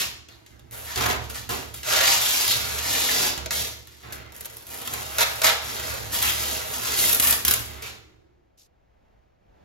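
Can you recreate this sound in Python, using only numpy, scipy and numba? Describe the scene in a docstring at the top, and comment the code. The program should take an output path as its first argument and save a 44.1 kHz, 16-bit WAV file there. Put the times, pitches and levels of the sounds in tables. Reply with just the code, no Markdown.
"""Inside a bare boat hull, plastic-wrapped battens are peeled off glued plywood.
The film lets go in dense random snaps, in long pulls and quick rips; larger creases crack one by one.
Filters colour the snaps as taut film, slack sheet and plywood; noise through low modes makes the bulkhead boom.
Decaying noise gives film and knocks a short reverberation. A faint drone and room noise lie beneath;
one brief, crisp hiss of filtered noise comes near the end, perhaps lips parting near the microphone."""
import sys
import numpy as np
from scipy import signal
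from scipy.fft import rfft, irfft, next_fast_len
from scipy.io import wavfile
from scipy.ndimage import uniform_filter1d
from numba import njit

SR = 44100
rng = np.random.default_rng(int(sys.argv[2]) if len(sys.argv) > 2 else 0)


def generate_wav(sig):
    """Save sig (samples, or channels by samples) to the path in sys.argv[1] as 16-bit PCM at SR."""
    pcm = np.round(np.clip(np.atleast_2d(sig).T, -1, 1) * 32767).astype(np.int16)
    wavfile.write(sys.argv[1], SR, pcm)


N = 425124
T = np.arange(N) / SR

# pulls on the film: start_s, rise_s, hold_s, fade_db_per_s, level_db,
# then relative to that level: body_db, flutter_db (slack sheet), fizz_db; last, on its own scale: boom_db
TUGS = [ (0.0, 0.0006, 0.0013, 186, -21.5, -25.5, -10.5, -3.5, -42),
        (0.28, 0.011, 0.018, 61, -58, -8.5, 1, -4, -53), (0.46, 0.009, 0.032, 150, -57, -16, -15, -7, -62),
        (0.5, 0.015, 0.28, 40, -69.5, -2.5, 2, -3, -49.5),
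        (0.712, 0.012, 0.15, 100.2, -45.5, -7, -3, 8, -45.5),
        (0.85, 0.053, 0.047, 130, -36.5, -21, -4, -6, -58),
        (0.957, 0.014, 0.15, 230, -34, -1.5, 5.5, 0.5, -32.5),
        (1.21, 0.011, 0.025, 150, -43.5, -10, -10, -5, -39.5),
        (1.293, 0.0063, 0.011, 349, -39, -11, -5, 4, -54.5),
        (1.335, 0.018, 0.0066, 148, -32, -20, -9.5, -3, -48.5),
        (1.489, 0.0092, 0.031, 108.5, -31.5, -7.5, -4, -0.5, -36),
        (1.738, 0.0029, 0.007, 120.6, -39.5, -18.5, -9.5, 3, -44),
        (1.831, 0.1, 0.1, 108, -20.5, -12.5, -7, -6.5, -44),
        (2.019, 0.047, 0.09, 170, -19.5, -18.5, -12, -4, -44.5),
        (2.19, 0.027, 0.21, 86.64, -23, -18.5, -12.5, -0.5, -48.5),
        (2.46, 0.038, 0.025, 160, -22.5, -21, -16.5, -1, -39.5),
        (2.52, 0.066, 0.29, 50, -32, -16, -6, -1, -39), (2.8, 0.13, 0.34, 192, -24, -17, -16, -2, -61),
        (3.095, 0.038, 0.15, 110, -34, -9, -1.5, -1, -41), (3.37, 0.0089, 0.01, 154, -45, -2, -1, -13, -37),
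        (3.504, 0.014, 0.1, 127, -27, -18.5, -15.5, -1, -40.5),
        (3.868, 0.011, 0.14, 50, -52, -19, -7.5, -5, -64),
        (4.028, 0.0039, 0.17, 75, -57.5, 2, 12, -15, -43.5),
        (4.122, 0.0024, 0.0074, 260, -43, -29, -3, 8, -50.5),
        (4.321, 0.032, 0.22, 29.76, -51, -10, -3.5, 7, -54.5),
        (4.665, 0.047, .17, 60, -43, -9.5, -4.5, 7, -50),
        (4.86, 0.073, 0.087, 59.3, -36.5, -10.5, -8, 0, -42),
        (5.02, 0.14, .27, 58.4, -39.5, -5, -1, 4.5, -43.5),
        (5.18, 0.014, 0.018, 169.8, -25, -11, -2.5, 0, -51.5),
        (5.427, 0.016, 0.029, 205.7, -20, -7.5, -1, 1.5, -42),
        (5.58, 0.084, 0.26, 70, -34.5, -10.5, -5, -1.5, -43),
        (5.76, 0.13, 0.32, 60, -41.5, -12, -5, -0.5, -39.5),
        (5.875, 0.0076, .01, 250, -52, -20, -11, 16, -59),
        (6.116, 0.02, 0.03, 119.6, -28.5, -16, -13.5, 5.5, -44.5),
        (6.209, 0.016, 0.069, 130, -26.5, -17, -5.5, 4.5, -39),
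        (6.299, 0.11, 0.14, 85.7, -29, -13.5, -8.5, 0, -41.5),
        (6.58, 0.13, .23, 59.6, -39.5, -7.5, -5, 7, -46.5),
        (6.73, 0.0073, 0.0095, 129.9, -31.5, -30, -13.5, -1.5, -64.5),
        (6.8, 0.052, 0.09, 78.8, -28, -23, -7.5, -3, -44.5),
        (6.94, 0.061, 0.058, 110.3, -22.5, -18, -27, 5, -47),
        (7.08, 0.013, 0.06, 154.4, -37, -9.5, -1.5, 17.5, -41),
        (7.196, 0.034, 0.083, 150, -28, -19, -3.5, 12, -37.5),
        (7.448, 0.025, 0.051, 118.7, -30.5, -18.5, -3.5, 9.5, -35),
        (7.659, 0.036, 0.072, 69, -49.5, -7.5, 4, -18, -45.5),
        (7.817, 0.0059, 0.056, 180, -38, -20, -8, -6, -60)]
# ringing modes of the plywood: centre_hz, width_hz, level_db
PLYWOOD = [(337, 62, -3.5), (475, 10, 1.5), (546, 22, -2.5), (657, 7.7, 4.5), (703, 41, 5.5),
           (789, 12, 8.5), (946, 13, 10), (1299, 30, 3.5), (1383, 44, 3), (1800, 16, -6.5)]
# low modes of bulkhead and hull: centre_hz, width_hz, level_db
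BOOM = [(50, 3, -40.5), (71.64, 5.2, 0), (72.7, 3.2, 9), (111.3, 6.2, 4), (106.2, 4.1, -0.5),
        (116, 1.3, -7), (210, 58, -16.5)]


def undb(db):
    """Amplitude ratio: decibels to gain."""
    return 10 ** (np.asarray(db) / 20)


def unit(x):
    """Normalisation by mean power: scale to rms 1."""
    return x / np.sqrt(np.mean(x ** 2))


def curves(rows):
    """Linear interpolation in time: each column after start_s, at every sample."""
    s, *columns = np.transpose(rows)
    return [np.interp(T, s, column) for column in columns]


def walk(rate_hz):
    """Random modulation: ramps between chance values, rate_hz of them a second, with rms 1."""
    k = int(SR / rate_hz)
    steps = np.repeat(rng.standard_normal(N // k + 1), k)
    return unit(uniform_filter1d(steps, k)[:N])


def colour(x, points):
    """Linear filtering by a broad frequency response; white noise keeps its power."""
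    hz, db = np.transpose(points)
    size = next_fast_len(N + 4096)
    grid_hz = np.maximum(np.fft.rfftfreq(size, 1 / SR), 1)
    response = unit(undb(np.interp(np.log(grid_hz), np.log(hz), db)))
    return irfft(rfft(x, size) * response, size)[:N]


def band(x, hz, width_hz):
    """Simple resonance: a second-order peak with gain 1 at its centre."""
    b, a = signal.iirpeak(hz, hz / width_hz, fs=SR)
    return signal.lfilter(b, a, x + 1e-18)


def ring(x, modes):
    """Modal superposition: a bank of resonances; white noise keeps its approximate power."""
    power = sum(undb(db) ** 2 * np.pi * width_hz / SR for _, width_hz, db in modes)
    return sum(undb(db) * band(x, hz, width_hz) for hz, width_hz, db in modes) / np.sqrt(power)


def effort(t, rise_s, hold_s, fade_db_per_s):
    """Force envelope: linear build-up, hold and exponential decay, t seconds after the start."""
    build_up = np.clip(t / max(rise_s, .001), 0, 1)
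    return build_up * undb(-fade_db_per_s * np.maximum(t - rise_s - hold_s, 0))


def tugged(levels_db, fades_db_per_s):
    """Incoherent summation: strength of all pulls, whose overlaps add in power."""
    power = np.full(N, 1e-14)
    for (start_s, rise_s, hold_s, *_), db, fade in zip(TUGS, levels_db, fades_db_per_s):
        span = slice(max(int(start_s * SR), 0), int((start_s + 2) * SR))
        power[span] += (undb(db) * effort(T[span] - start_s, rise_s, hold_s, fade)) ** 2
    return np.sqrt(power)


def pulls():
    """Power-weighted mixing: strength of the pull and its (body, flutter, fizz) dB at every sample."""
    *_, fade, db, body_db, flutter_db, fizz_db, _ = np.transpose(TUGS)
    pull = tugged(db, fade)
    tone_db = [20 * np.log10(tugged(db + part_db, fade) / pull) for part_db in (body_db, flutter_db, fizz_db)]
    return pull, tone_db


def radiate(snaps, body_db, flutter_db, fizz_db, wood_db=-5, deep_db=-5):
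    """Parallel radiation paths: snaps sound from taut film, slack sheet and the plywood they stick to."""
    # frequency responses, woody body, its lowest tones, slack sheet, taut film, fizz: frequency_hz, level_db
    body_points, deep_points = [(280, -31.5), (470, 1.5), (620, 4.5), (900, 0.5), (1250, -13.5),
                                (2000, -32.5)], [(110, -19), (190, -7), (260, -5), (350, -3), (450, -0.5),
                                              (650, -18), (1200, -44)]
    flutter_points = [(450, -34.5), (800, -9.5), (1150, 0.5), (1900, -0.5), (2700, -5.5), (4200, -15.5),
                      (7000, -29.5)]
    crackle_points, fizz_points = [(900, -37.5), (1800, -9), (2700, -3), (3800, 1.5), (5500, 1),
                                   (7500, 3.5), (9500, -6), (12000, -8), (16000, -27.5)], [(4000, -30), (7000, -8.5), (10000, 4.5), (12300, -2.5),
                                                    (14000, -3.5), (15700, -13.5), (17000, -35.5)]
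    # relative level of the lowest wooden tones, which changes with the place on the panel: start_s, level_db
    depth_rows = [(0, 7), (1.0, 2.5), (1.6, 9), (2.1, -12.5), (2.6, 4.5), (3.2, 7), (4.8, 9.5), (5.2, -3),
                  (5.5, -24), (5.7, 4), (6.5, 4.5), (7.5, 12.5)]

    depth_db, = curves(depth_rows)
    push = snaps * undb(body_db)
    wood = colour(push, body_points)
    wood += colour(push * undb(depth_db + deep_db), deep_points)
    wood += undb(wood_db) * ring(push, PLYWOOD)
    slack_sheet = colour(snaps * undb(flutter_db), flutter_points)
    taut_film = colour(snaps, crackle_points) + colour(snaps * undb(fizz_db), fizz_points)
    return wood + slack_sheet + taut_film


def crinkles(pull, count=1500, db=-1.0, spread_db=4.0, centre_hz=3800, octaves=1.1, cycles=2.2):
    """Buckling: small facets snap at random, each a brief damped sine scaled by the pull."""
    out, t = np.zeros(N + SR), T[:SR // 80]
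    for when, size, pitch in rng.random((count, 3)):
        start = int(when * N)
        hz = min(centre_hz * 2 ** (octaves * (2 * pitch - 1)), SR / 3)
        strength = pull[start] * undb(db - spread_db * np.log(max(size, .03)))
        decay = np.exp(-t * hz / cycles)  # by a factor e in this many cycles
        out[start:start + len(t)] += strength * np.sin(2 * np.pi * hz * t) * decay
    return out[:N]


def peeling(pull, tone_db, per_second=7000, catch_hz=130, catch_db=0.78, largest=4.1,
            surge_hz=25, surge_db=0.29):
    """Stick-slip fracture: glue bonds break in a dense stream as the peel line catches and slips."""
    # how unevenly the film lets go: start_s, snap_size_spread_db
    grain_rows = [(0, -2.5), (1.05, 3.5), (2.0, 3), (2.5, 2.5), (3.1, -0.5), (4.4, 6), (5.2, 3), (5.5, 3.5),
                  (6.5, 3), (7.0, 3.5), (7.3, -0.5), (7.9, 3)]

    spread_db, = curves(grain_rows)
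    sizes = undb(spread_db * np.minimum(rng.exponential(size=N), largest))
    breaks = rng.random(N) < per_second / SR
    snaps = breaks * sizes * rng.choice([-1, 1], N) * undb(catch_db * walk(catch_hz))
    snaps /= np.sqrt(uniform_filter1d(snaps ** 2, SR // 20) + 1e-9)  # even level, so the pull sets loudness
    pull = pull * undb(surge_db * walk(surge_hz))
    return radiate(snaps * pull, *tone_db) + crinkles(pull)


def folds(x, depth=0.27, wander_hz=22):
    """Time-varying resonance: as the sheet changes shape, each of its modes swells and fades by itself."""
    # folds of the loose sheet: centre_hz, width_hz
    fold_modes = [(1050, 220), (1330, 170), (1780, 110), (2050, 290), (2510, 92), (2850, 400), (3570, 250),
                  (4200, 240), (5100, 670), (6500, 97)]
    return x + sum(band(x, hz, width_hz) * depth * np.tanh(walk(wander_hz)) for hz, width_hz in fold_modes)


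def boom(left_db=-5.0, right_db=0.4, apart=0.27, lowest_hz=42, fade_db_per_s=42):
    """Forced vibration: each pull shakes the bulkhead, which drums on in its low modes."""
    flex = tugged([tug[-1] for tug in TUGS], [fade_db_per_s] * len(TUGS))
    shake = np.array([ring(rng.standard_normal(N), BOOM) for _ in range(3)])
    shake = signal.sosfilt(signal.butter(3, lowest_hz, "high", fs=SR, output="sos"), shake)
    shake /= np.sqrt(uniform_filter1d(shake ** 2, SR // 8))
    stereo = shake[0] + apart * shake[1:]  # one shared part and one for each side
    return stereo * flex * undb([[left_db], [right_db]])


def drone(left_db=-65, right_db=-64, hz=338, width_hz=90, until_s=8.4, fade_s=0.43, apart=1.0):
    """Narrow-band noise: a faint, hollow background tone, which fades out after the work."""
    tone = []
    for _ in range(3):
        once = band(rng.standard_normal(N), hz, width_hz)
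        tone.append(unit(band(once, hz, width_hz)))
    tone = np.array(tone)
    fade = np.clip((until_s - T) / fade_s + .5, 0, 1)  # centred on until_s
    return (tone[0] + apart * tone[1:]) * undb([[left_db], [right_db]]) * fade


def air(level_db=-63, apart=0.64, sway_db=-3.2, sway_hz=4):
    """Partly correlated broadband noise: faint room noise that sways a little in level."""
    # spectrum of still air in the hull: frequency_hz, density_db
    air_points = [(25, -11), (55, 0), (120, -11), (250, -16), (500, -14), (800, -15), (1100, -24),
                  (2000, -28), (4000, -38), (8000, -45), (15000, -54)]
    noise = np.array([colour(rng.standard_normal(N), air_points) for _ in range(3)])
    return undb(level_db + sway_db * walk(sway_hz)) * (noise[0] + apart * noise[1:])


@njit
def sweep(x, hz, q):
    """State-variable resonance: a moving centre frequency, gain 1 there."""
    y, band_state, low_state = np.empty(len(x)), 0., 0.
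    for i in range(len(x)):
        g = np.tan(np.pi * hz[i] / SR)
        v = (band_state + g * (x[i] - low_state)) / (1 + g * (g + 1 / q))
        band_state = 2 * v - band_state
        low_state += 2 * g * v
        y[i] = v / q
    return y


def strips(x, q=5.5, edge_s=0.025):
    """Resonance of a taut strip: its pitch glides as the free length of film changes."""
    # strips drawn taut: start_s, length_s, from_hz, to_hz, boost_db
    strip_rows = [(0.284, 0.1, 4300, 3900, 7), (0.48, 0.14, 1600, 1600, 0), (1.82, 0.25, 1400, 2000, -7.5),
                  (2.03, 0.099, 3830, 5200, -4.5), (2.217, 0.13, 3100, 3500, -2.5),
                  (2.454, 0.12, 4170, 3680, 1.5), (2.933, 0.19, 4110, 2980, -8),
                  (3.097, 0.27, 4400, 5360, -7), (3.48, 0.12, 2800, 3100, -15.5),
                  (4.784, 0.12, 3100, 3300, 4.5), (5.193, 0.11, 3700, 4210, -5),
                  (5.449, 0.074, 3900, 3200, 6.5), (6.122, 0.22, 3420, 3130, -4),
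                  (6.192, 0.11, 3150, 2400, -8), (7.415, 0.095, 3300, 3100, -0.5),
                  (7.806, 0.082, 2520, 2400, 2)]
    out = x.copy()
    for start_s, length_s, from_hz, to_hz, db in strip_rows:
        span = slice(int(start_s * SR), int((start_s + length_s) * SR))
        t = T[span] - start_s
        taut = np.clip(np.minimum(t, length_s - t) / edge_s, 0, 1)
        glide_hz = np.geomspace(from_hz, to_hz, len(t))
        out[span] += undb(db) * taut * sweep(x[span], glide_hz, float(q))
    return out


def cracks(wood_db, crumple_db=-6, crumple_s=0.0049, body_db=-5, flutter_db=-8, woody_flutter_db=-1):
    """Snap-through buckling: a crease pops, smaller folds follow; fuller where film still grips the wood."""
    # single creases: start_s, level_db, fizz_db
    crack_rows = [(0.2864, -34, -19), (0.4633, -37, -7), (0.5946, -41.5, -4), (0.7107, -39, 7),
                  (0.9591, -16, -10), (0.976, -16.5, -8), (0.989, -24.5, -12), (1.009, -14, -14),
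                  (1.022, -15, -14), (1.038, -15, -10), (1.0614, -13.5, -10), (1.101, -15, -10),
                  (1.11, -15.5, -8), (1.127, -26.5, -14), (1.3, -26, -6.5), (1.492, -23, 2),
                  (1.743, -33, 11), (1.832, -21.5, -10), (2.479, -16, 6), (2.4993, -23.5, -2),
                  (2.788, -18, 0), (3.107, -16, -1), (3.377, -21, -8), (3.46, -18, -12),
                  (3.508, -10.5, -20), (3.872, -35, 1), (4.1247, -31, 5), (4.128, -25, -2),
                  (4.3222, -39, 5), (4.364, -40, 13), (4.4082, -32, 14), (4.4474, -30.5, 3),
                  (4.4561, -28.5, 12), (4.569, -37.5, 16), (4.6678, -39, 12), (4.7426, -37.5, 15.5),
                  (4.875, -20.5, 3.5), (4.937, -17, 2.5), (5.1842, -9, -4.5), (5.1948, -11, -8),
                  (5.2079, -8, -4), (5.216, -8.5, -5.5), (5.223, -12.5, -5), (5.229, -9, -6),
                  (5.4176, -10, -5.5), (5.4445, -4.5, -8), (5.452, -14.5, -9.5), (5.459, -23, -9),
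                  (5.468, -12, -6), (5.492, -14.5, -7.5), (6.121, -26, 1), (6.1392, -25.5, 1),
                  (6.1514, -24.5, 2), (6.1883, -16.5, -5), (6.2265, -20.5, 14), (6.738, -18, -19),
                  (7.095, -14.5, 8), (7.1106, -33, 10), (7.129, -14, 11), (7.147, -16.5, 13.5),
                  (7.1986, -10, 8), (7.225, -17.5, 9), (7.2406, -20, 12), (7.272, -14, 9),
                  (7.2852, -25.5, 14), (7.3027, -16, 4), (7.309, -17, 16), (7.3265, -9.5, 3),
                  (7.45, -12, 8.5), (7.4812, -10.5, 10), (7.51, -11, 9.5), (7.538, -12.5, 11.5),
                  (7.823, -28.5, 2)]
    snaps, t = np.zeros(N), T[:SR // 30]
    for start_s, db, _ in crack_rows:
        crumple = rng.standard_normal(len(t)) * undb(crumple_db) * np.exp(-t / crumple_s)
        crumple[0] = 2  # the first pop
        start = int(start_s * SR)
        snaps[start:start + len(t)] += undb(db) * crumple
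    _, fizz_db = curves(crack_rows)
    sheet_db = np.maximum(flutter_db, wood_db + woody_flutter_db)
    return radiate(snaps, wood_db + body_db, sheet_db, fizz_db)


def knock(contact_s=0.00011):
    """Impulse excitation: a short wooden contact sets plywood and bulkhead modes ringing."""
    # a batten knocks on the plywood as it comes free: start_s, ring_db, boom_db
    knock_rows = [(1.492, -18.5, -29), (5.446, -29.5, -45)]
    pushes = np.array([np.exp(-((T - start_s) / (contact_s / 2)) ** 2) for start_s, _, _ in knock_rows])
    _, ring_db, boom_db = np.transpose(knock_rows)
    return ring(undb(ring_db) @ pushes, PLYWOOD) + ring(undb(boom_db) @ pushes, BOOM)


def hiss(rise_s=0.0086, hold_s=0.023, fade_db_per_s=120, db=-59, grain_db=2.5, grain_hz=220, apart=0.96):
    """Enveloped noise: one brief, crisp hiss, perhaps lips parting near the microphone, which stops short."""
    # colour of the hiss: frequency_hz, level_db
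    hiss_points = [(500, -28), (900, -20), (1900, -22), (2400, -10), (5900, -1), (8000, -1), (12500, -7),
                   (16000, -28)]
    start_s, end_s, stop_s = 8.571, 8.682, .02
    noise = np.array([colour(rng.standard_normal(N), hiss_points) for _ in range(3)])
    level = effort(T - start_s, rise_s, hold_s, fade_db_per_s) * np.clip((end_s - T) / stop_s, 0, 1)
    return (noise[0] + apart * noise[1:]) * level * undb(db + grain_db * walk(grain_hz))


def hull(x, t60_low=0.52, t60_high=0.006, wet_db=-3.5, wet_high_db=-19.5, direct_db=-2.0, split_hz=6800,
         gap_s=0.0017, near_db=-5.0, t60_near=0.031):
    """Exponential reverberation (t60 in s): direct sound, quick corner slap, dense echoes; treble dies first."""
    t = T[:SR // 2]
    low_pass = signal.butter(2, split_hz, fs=SR, output="sos")
    out = []
    for _ in range(2):
        echoes = rng.standard_normal(len(t))
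        low = signal.sosfiltfilt(low_pass, echoes)
        parts = [(low, t60_low, wet_db), (low, t60_near, near_db), (echoes - low, t60_high, wet_high_db)]
        response = np.zeros(len(t))
        for part, t60, db in parts:
            unit_energy = np.sqrt(2 * np.log(1000) / t60 / SR)  # for white noise under this decay
            response += part * undb(db) * 1000 ** (-t / t60) * unit_energy
        response *= np.clip(t / gap_s - .5, 0, 1)  # echoes set in around gap_s
        response[0] = undb(direct_db)
        out.append(signal.oaconvolve(x, response)[:N])
    return np.array(out)


def places(x, count=4):
    """Position-dependent impulse response: each new pull moves on to the next of a few spots in turn."""
    spot = np.searchsorted(sorted(tug[0] for tug in TUGS), T) % count
    out = np.zeros((2, N))
    for k in range(count):
        share = np.abs(uniform_filter1d(1. 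* (spot == k), SR // 500))
        out += hull(x * np.sqrt(share))  # power crossfade between spots
    return out


def scene(lean=0.31, lean_hz=330, lean_width_hz=750, work_db=-1.97):
    """Superposition: film and knocks reverberate, low wooden tones lean right; the other layers are added."""
    pull, tone_db = pulls()
    film = strips(folds(peeling(pull, tone_db) + cracks(tone_db[0])))
    work = places(undb(work_db) * film + knock())
    leaning = lean * band(work, lean_hz, lean_width_hz) * np.array([[-1], [1]])
    return work + leaning + boom() + hiss() + drone() + air()


def record(dry, merge_hz=7200, wide_db=2.5, top_hz=15900):
    """Phase difference of spaced ports: they share one treble signal, opposed in phase near 9 kHz."""
    # half the phase of left minus right: frequency_hz, phase_rad
    phase_points = [(150, 0), (430, -1.25), (690, -1.6), (1380, -2.45), (2930, -3.2), (4500, -3),
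                    (7000, -2.35), (8000, -1.86), (8600, -1.6), (9500, -1.55), (10200, -1.86),
                    (11000, -2.29), (12000, -2.72), (13000, -3.05)]
    size = next_fast_len(N + 4096)
    hz = np.fft.rfftfreq(size, 1 / SR)
    left, right = rfft(dry, size)
    mid = (left + right) / 2
    side = (left - right) / 2 * undb(wide_db) / (1 + (hz / merge_hz) ** 10)
    turn = np.exp(1j * np.interp(hz, *np.transpose(phase_points)))
    ports = irfft(np.array([(mid + side) * turn, (mid - side) / turn]), size)[:, :N]
    ports = 1.238 * np.tanh(ports / 1.38)  # the loudest peaks are rounded
    return signal.sosfilt(signal.ellip(10, .2, 80, top_hz, fs=SR, output="sos"), ports)


dry = scene()
out = record(dry)
generate_wav(out)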